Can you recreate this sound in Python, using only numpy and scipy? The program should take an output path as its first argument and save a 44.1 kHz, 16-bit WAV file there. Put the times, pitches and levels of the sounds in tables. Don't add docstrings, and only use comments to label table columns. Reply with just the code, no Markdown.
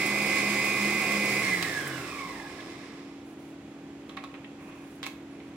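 import sys
import numpy as np
from scipy import signal
from scipy.fft import rfft, irfft, next_fast_len
from scipy.io import wavfile
from scipy.ndimage import map_coordinates

SR = 44100
rng = np.random.default_rng(int(sys.argv[2]) if len(sys.argv) > 2 else 0)


def bounce(signal):
    frames = np.transpose(np.atleast_2d(signal))
    limited = np.clip(frames, -1, 1)
    pcm = np.round(limited * 32767).astype(np.int16)
    wavfile.write(sys.argv[1], SR, pcm)


N = 245195
TIME = np.arange(N) / SR
SWITCH_OFF_S = 1.425
RUN_HZ, CRAWL_HZ = 205.0, 47.7

# f/Hz, level/dB
SPRAY_SPECTRUM = [(4000, -20), (8000, 6.5), (11000, 1.5), (16000, -0.5)]


def amp(db):
    return 10 ** (np.asarray(db) / 20)


def unit(x):
    return x / np.sqrt(np.mean(x ** 2) + 1e-20)


def along(points, hz):
    f, v = np.transpose(points)
    return np.interp(np.log(hz + 1), np.log(f + 1), v)


def wobble(rate):
    knots = rng.standard_normal(int(N * rate / SR) + 4)
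    fine = np.arange(0, len(knots) - 1, 1 / 6)
    return np.interp(TIME * rate, fine, map_coordinates(knots, [fine]))


def filtered(x, response):
    size = x.shape[-1]
    padded = next_fast_len(size + 8192)
    return irfft(rfft(x, padded) * response(np.fft.rfftfreq(padded, 1 / SR)), padded)[..., :size]


def noise(spectrum, size=N):
    # f/Hz, coherence
    coherence = [(200, 1), (380, 0.96), (700, 0.82), (1300, 0.59), (2300, 0.37), (4400, 0.067),
                 (9000, 0.033)]

    def mid_side_gains(hz):
        angle = np.arccos(np.clip(along(coherence, hz), -1, 1)) / 2
        return amp(along(spectrum, hz)) * [np.cos(angle), np.sin(angle)]

    mid, side = filtered(rng.standard_normal((2, size)), mid_side_gains)
    return unit(np.array([mid + side, mid - side]))


def tone(cycles):
    phase = cycles + rng.random()
    return np.sqrt(2) * np.sin(2 * np.pi * (phase - np.floor(phase)).astype(np.float32))


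def add(track, start_s, sound):
    part = track[:, round(start_s * SR):][:, :sound.shape[-1]]
    part += sound[..., :part.shape[-1]]


def strokes(rows, attack_s, release_s):
    return sum(amp(db) * np.clip(np.minimum((TIME - s) / attack_s, (s + length - TIME) / release_s), 0, 1)
               for s, length, db in rows)


def to_the_right(x, share, lag_s=5e-5):
    # f/Hz, level/dB
    imbalance = [(150, -.1), (300, -1), (700, -1.5), (1300, -5), (2400, -6), (4400, -4.5), (8100, -8.5),
                 (15000, -8)]
    sides = np.array([[.5], [-.5]])
    lag = lambda hz: np.exp(-2j * np.pi * hz * lag_s * sides)
    return filtered(x, lambda hz: amp(share * along(imbalance, hz) * sides) * lag(hz))


def kitchen(x):
    # f/Hz, t60/s
    decay_times = [(200, 0.14), (2000, 0.39), (6000, 0.29), (14000, 0.39)]
    hz, t, spectra = signal.stft(noise([(1000, 0)], size=SR // 2), SR, nperseg=256)
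    tail = signal.istft(spectra * amp(-60 * t / along(decay_times, hz)[:, None]), SR, nperseg=256)[1]
    tail = np.pad(tail, ((0, 0), (SR // 250, 0)))
    return signal.fftconvolve(np.atleast_2d(x), tail / np.linalg.norm(tail[0]), axes=1)[:, :N]


def cooling_unit(fan_db=-49.0, drift_cycles=0.056):
    # f/Hz, level/dB
    hum_lines = [(215.3, -60.5), (279.9, -48), (323.0, -52.5), (355.3, -58.5), (409.1, -63), (780.6, -67.5)]
    # f/Hz, level/dB
    whistle_lines = [(3354, -77), (6702, -78)]
    # f/Hz, level/dB
    fan_spectrum = [(25, -38), (50, -23), (70, -6.5), (100, -9.5), (140, -2.5), (220, -2.5), (330, -5),
                    (430, -7.5), (750, -12.5), (1300, -18.5), (2500, -19.5), (4500, -29), (7500, -34.5),
                    (15800, -49.5)]
    top_db = max(db for hz, db in hum_lines)
    hum = sum(amp(db + 0.53 * wobble(4.02))
              * tone(hz * TIME + drift_cycles * (0.19 + (db < top_db)) * wobble(9))
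              for hz, db in hum_lines)
    whistle = sum(amp(db) * tone(hz * TIME + 0.17 * wobble(50)) for hz, db in whistle_lines)
    return hum + whistle + amp(fan_db) * noise(fan_spectrum)


def rubbing(grain_db=2.0, squeak_hz=10050):
    # t/s, duration/s, level/dB
    swings = [(4.05, 0.47, -62), (4.57, 0.38, -54), (5.28, 0.47, -66)]
    # f/Hz, level/dB
    hinge_spectrum = [(400, -1), (780, -12), (1100, 7), (1400, -6), (2000, -3), (2600, 3.5), (3200, -21),
                      (7000, -22), (12000, -38)]
    # t/s, duration/s, level/dB
    slides = [(3.23, .13, -65), (3.36, 0.21, -69), (4.05, .1, -69), (4.58, 0.15, -66), (4.71, 0.32, -68.5),
              (4.86, 0.16, -76), (5.39, .15, -76)]
    # f/Hz, level/dB
    skin_spectrum = [(2000, -12), (6000, -3), (8500, -2), (10200, 0.5), (12000, -6), (16000, -6)]
    # t/s, duration/s, level/dB
    letting_go = [(5.29, 0.16, -69)]
    hinge = strokes(swings, attack_s=0.022, release_s=0.18) * noise(hinge_spectrum)
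    hand = strokes(slides, attack_s=0.047, release_s=0.057) * noise(skin_spectrum)
    squeak = strokes(letting_go, attack_s=.025, release_s=.14) * tone(squeak_hz * TIME + .25 * wobble(120))
    return amp(grain_db * wobble(77)) * (hinge + hand + squeak)


def impacts(contacts=3, flight_ratio=.85):
    # t/s, level/dB, low knock/dB, slope above 3 kHz/(dB/octave),
    # struck part's resonance f/Hz, first flight/s, loss per rebound/dB
    blows = [(1.626, -23, -5, 4, 4670, 0.0048, 10.5), (2.605, -42, -11, -8, 3560, .008, 14),
             (4.094, -42, -0.5, -1, 3420, 0.017, 13), (4.169, -39.5, 3, 0, 3720, 0.015, 13),
             (4.173, -34, -2, -12, 2050, .013, 10), (4.239, -39.5, 5.5, 2, 3760, 0.0065, 7),
             (4.341, -43.5, 1, -20, 2700, .007, 4), (4.445, -42, -14, -35, 3200, .012, 16),
             (4.723, -50, 0, -15, 2900, .008, 14), (5.0298, -32, -6, 0, 3440, .008, 3),
             (5.059, -39, -12, 5, 2500, .008, 18), (5.065, -32, 0, 6.5, 2450, .008, 11),
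             (5.401, -47.5, -12, -11, 2350, .008, 14)]
    for s, db, knock_db, slope, part_hz, flight_s, loss_db in blows:
        for k in range(contacts):
            delay_s = flight_s * sum(flight_ratio ** j for j in range(k))
            yield s + delay_s, db - k * loss_db, knock_db, slope, part_hz


def clacks(ring_db=-16, body_t60=0.044, top_t60=0.022, part_db=7, room_db=-5):
    # f/Hz, level/dB, t60/s
    head_modes = [(774, -2, 0.077), (1040, -4, 0.16), (1092, 0, 0.15), (1288, -2, 0.098),
                  (1625, -11, 0.064), (1990, -11, 0.11), (2164, -2, 0.054), (2590, -1, 0.037),
                  (2880, -17, 0.07), (3080, -13, 0.049), (3380, -10, 0.05), (3600, -11, 0.06),
                  (4100, -14, .07)]
    # f/Hz, level/dB
    burst_spectrum = [(120, -8), (400, -6), (620, 3), (800, -6), (1100, 8.5), (1400, 0.5), (1750, 1.5),
                      (2150, 7), (2900, -1.5), (4000, 3.5), (4800, -4.5), (6500, -5.5), (10000, -13.5),
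                      (16000, -22)]
    out, t = np.zeros((2, N)), np.arange(SR // 5) / SR
    grid_hz = np.geomspace(100, 16000, 60)
    for s, db, knock_db, slope, part_hz in impacts():
        knock = knock_db * np.clip(np.log2(2000 / grid_hz) * 2, 0, 1)
        hardness = slope * np.maximum(np.log2(grid_hz / 3000), 0)
        resonance = part_db * np.exp(-(np.log2(grid_hz / part_hz) / .17) ** 2)
        colour_db = knock + hardness + resonance
        contact = np.column_stack([grid_hz, colour_db])
        ring = sum(amp(level + along(contact, hz) + rng.normal(0, 1.7, (2, 1)) - 60 * t / t60)
                   * tone(hz * t) for hz, level, t60 in head_modes)
        burst = noise(np.column_stack([grid_hz, colour_db + along(burst_spectrum, grid_hz)]), size=len(t))
        body = filtered(burst, lambda hz: 1 / (1 + (hz / 4500) ** 4))
        clack = amp(-60 * t / body_t60) * body + amp(-60 * t / top_t60 - 3.5) * (burst - body)
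        add(out, s, amp(db + 2.0) * (amp(ring_db) * ring + clack))
    return out + amp(room_db) * kitchen(out)


def shaft_speed(power, wander_hz=0.35, sag_hz=5.5, friction_hz_per_s=83, drag_per_s=0.29):
    coast_s = np.maximum(TIME - SWITCH_OFF_S, 0)
    brake_hz = friction_hz_per_s / drag_per_s
    start_hz = RUN_HZ + power * wander_hz * wobble(7) - (1 - power) * sag_hz
    return np.maximum((start_hz + brake_hz) * np.exp(-drag_per_s * coast_s) - brake_hz, 0)


def worktop(speed, level_db=-57.0):
    thrum = noise([(40, -32), (95, -24), (135, 7), (170, 34), (240, -23.5)])
    return amp(level_db) * np.minimum(speed / 100, 1) * thrum


def brushes(speed, half_speed_db=-54, fall_db=16):
    # f/Hz, level/dB
    brush_spectrum = [(2500, -31), (3500, 7), (4400, -2), (5400, 4.5), (6100, -13), (9000, -27)]
    moving = np.sqrt(np.clip(speed / CRAWL_HZ, 0, 1))
    return moving * amp(half_speed_db - fall_db * (0.5 - speed / RUN_HZ)) * noise(brush_spectrum)


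def backlash(speed, power, level_db=-39, fall_db=23, grain_db=6.0):
    # f/Hz, bandwidth/Hz, level/dB
    case_modes = [(1073, 15, 0), (1683, 50, 2.5), (2060, 88, 0), (2084, 59, -8), (2520, 130, -6.5)]

    def case_response(hz):
        return sum((-1) ** k * amp(db) * 1j * hz * width / (mode_hz ** 2 - hz ** 2 + 1j * hz * width)
                   for k, (mode_hz, width, db) in enumerate(case_modes))

    knocks = amp(grain_db * wobble(140)) * noise([(600, -27.5), (1000, 3), (2600, -1), (3600, -20)])
    coasting = (1 - power) * np.minimum(speed / 30, 1)
    return coasting * amp(level_db + fall_db * (speed / RUN_HZ - 1)) * unit(filtered(knocks, case_response))


def flicks(t60=0.068, soft_per_s=9, soft_db=-38, scatter_db=2):
    # t/s, relative level/dB
    hard_flicks = [(0.0628, -28), (0.3556, -33), (0.6459, -32), (1.2979, -33), (1.8756, -32.5)]
    out, t = np.zeros((2, N)), np.arange(SR // 20) / SR
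    draws = rng.random((round(soft_per_s * SWITCH_OFF_S), 2))
    soft_flicks = [(when * SWITCH_OFF_S, soft_db + scatter_db * (2 * force - 1)) for when, force in draws]
    for s, db in list(hard_flicks) + soft_flicks:
        add(out, s, amp(db - 6 - 60 * t / t60) * noise(SPRAY_SPECTRUM, size=len(t)))
    return out


def bowl(x, ripple_db=2.0, spacing_hz=22):
    peaks = rng.standard_normal(2048)
    ripple = lambda hz: amp(ripple_db * map_coordinates(peaks, [hz / spacing_hz], mode="mirror"))
    return unit(filtered(x, ripple))


def whisk(speed, turns, power, rattle_db=-35.5, churn_db=-34, spray_db=-45, dull_hz=6300, dull_db=7):
    # f/Hz, level/dB
    frame_spectrum = [(40, -37), (75, -20), (105, -18), (135, -6), (180, -11.5), (250, -7.5), (330, 2),
                      (430, -5), (620, -9.5), (780, -7.5), (930, -14), (1090, -4), (1300, -13), (2200, -46)]
    # f/Hz, level/dB
    wire_spectrum = [(900, -12), (1400, 0.5), (1700, 6), (1880, 7.5), (2080, 14.5), (2450, 9), (2850, 3.5),
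                     (3900, 0.5), (5500, 1), (6100, -2.5), (8500, -3), (9300, -8), (10200, -8),
                     (12500, -22)]
    pace = speed / RUN_HZ
    slowed = 1 - pace
    moving = np.sqrt(np.clip(speed / CRAWL_HZ, 0, 1))
    pulsing = 1 + 0.11 * (np.cos(4 * np.pi * turns) + 0.2 * np.cos(2 * np.pi * turns))
    rattle = amp(rattle_db - 17.5 * slowed) * noise(frame_spectrum)
    wires = bowl(noise(wire_spectrum))
    treble = filtered(wires, lambda hz: 1 - 1 / (1 + (hz / dull_hz) ** 8))
    wires = wires - (1 - amp(-dull_db * slowed ** 2)) * treble
    churn = amp(churn_db - 21 * slowed + 0.47 * wobble(250) + 1.04 * wobble(20)) * pulsing * wires
    crackle = amp(3 * wobble(900) + 0.47 * wobble(49.2))
    spray = amp(spray_db) * pace ** 2.14 * unit(crackle * noise(SPRAY_SPECTRUM))
    chatter_band = noise([(1700, -49), (2000, -28), (2500, 11), (2850, -33)])
    chatter = amp(-48.5 + 3 * power) * pace ** 4 * chatter_band
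    return moving * (rattle + churn + spray + chatter)


def drone(speed, turns, power, coast_db=-0.5, coast_below_hz=450):
    # f/Hz, level/dB
    drone_lines = [(129.2, -50.5), (323, -54), (376.8, -59), (532.9, -48.5), (592, -66), (753.7, -51),
                   (1093, -48.5), (1572, -53.5)]
    coasting = (1 - power) * amp(coast_db) * (speed / RUN_HZ) ** 2
    return sum((power + coasting * (hz < coast_below_hz)) * amp(db + 2.4 * wobble(8.24))
               * tone(hz * turns / RUN_HZ + 0.084 * wobble(14.9)) for hz, db in drone_lines)


def gears(speed, turns, power, flutter_db=1.8, jitter_cycles=0.018, orbit_db=3.0, fall_db=9):
    # order, driven level/dB, coasting level/dB
    shaft_orders = [(1, -38.5, -42), (4, -44.5, -54), (8, -52.5, -65), (9, -60, -50), (10, -37, -44),
                    (11, -38.5, -35.5), (12, -34.5, -43), (13, -40.5, -48), (22, -53.5, -45.5),
                    (23, -44.5, -49), (24, -43, -68)]
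    # f/Hz, level/dB
    housing_response = [(60, -39), (105, -17), (132, -0.5), (165, -0.5), (205, 1), (500, -23), (800, -9),
                        (960, -12), (1080, -3), (1260, -12.5), (1420, -12), (1680, 0), (1880, -5.5),
                        (2050, 3), (2230, 2), (2480, -1), (2720, -7.5), (3000, -10), (4300, -9),
                        (5000, -10.5)]
    pace = speed / RUN_HZ
    orbit = np.cos(2 * np.pi * (turns - 39) / 68)
    whine = np.zeros(N)
    for order, driven_db, coasting_db in shaft_orders:
        source_db = coasting_db + power * (driven_db - coasting_db) + fall_db * (pace - 1)
        radiated_db = source_db + along(housing_response, order * speed)
        wheel = 1 + .25 * tone(turns * 11 / 32)
        load = amp(orbit_db * orbit - 1) if order == 1 else wheel
        slack = (1 - power) * min(order / 11, 2)
        slip = jitter_cycles * wobble(45) + order * .009 * wobble(12) + slack * .1 * wobble(110)
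        gain = amp(radiated_db + flutter_db * wobble(15.46) + 2 * slack * wobble(60))
        whine += gain * load * tone(order * turns + slip)
    whine *= np.clip(4.9 * pace - 1, 0, 1)
    return whine + drone(speed, turns, power) + amp(-5) * kitchen(whine * (1 - .85 * power))


def scene():
    power = np.clip((SWITCH_OFF_S - TIME) / 0.016 + .5, 0, 1)
    speed = shaft_speed(power)
    turns = np.cumsum(speed) / SR
    mixer = gears(speed, turns, power) + whisk(speed, turns, power)
    mixer += backlash(speed, power) + brushes(speed) + worktop(speed)
    handling = clacks() + rubbing()
    return to_the_right(handling + cooling_unit(), share=0.75) + to_the_right(mixer + flicks(), share=0.94)


def record(dry):
    return filtered(dry, lambda hz: hz < 15900)


dry = scene()
out = record(dry)
bounce(out)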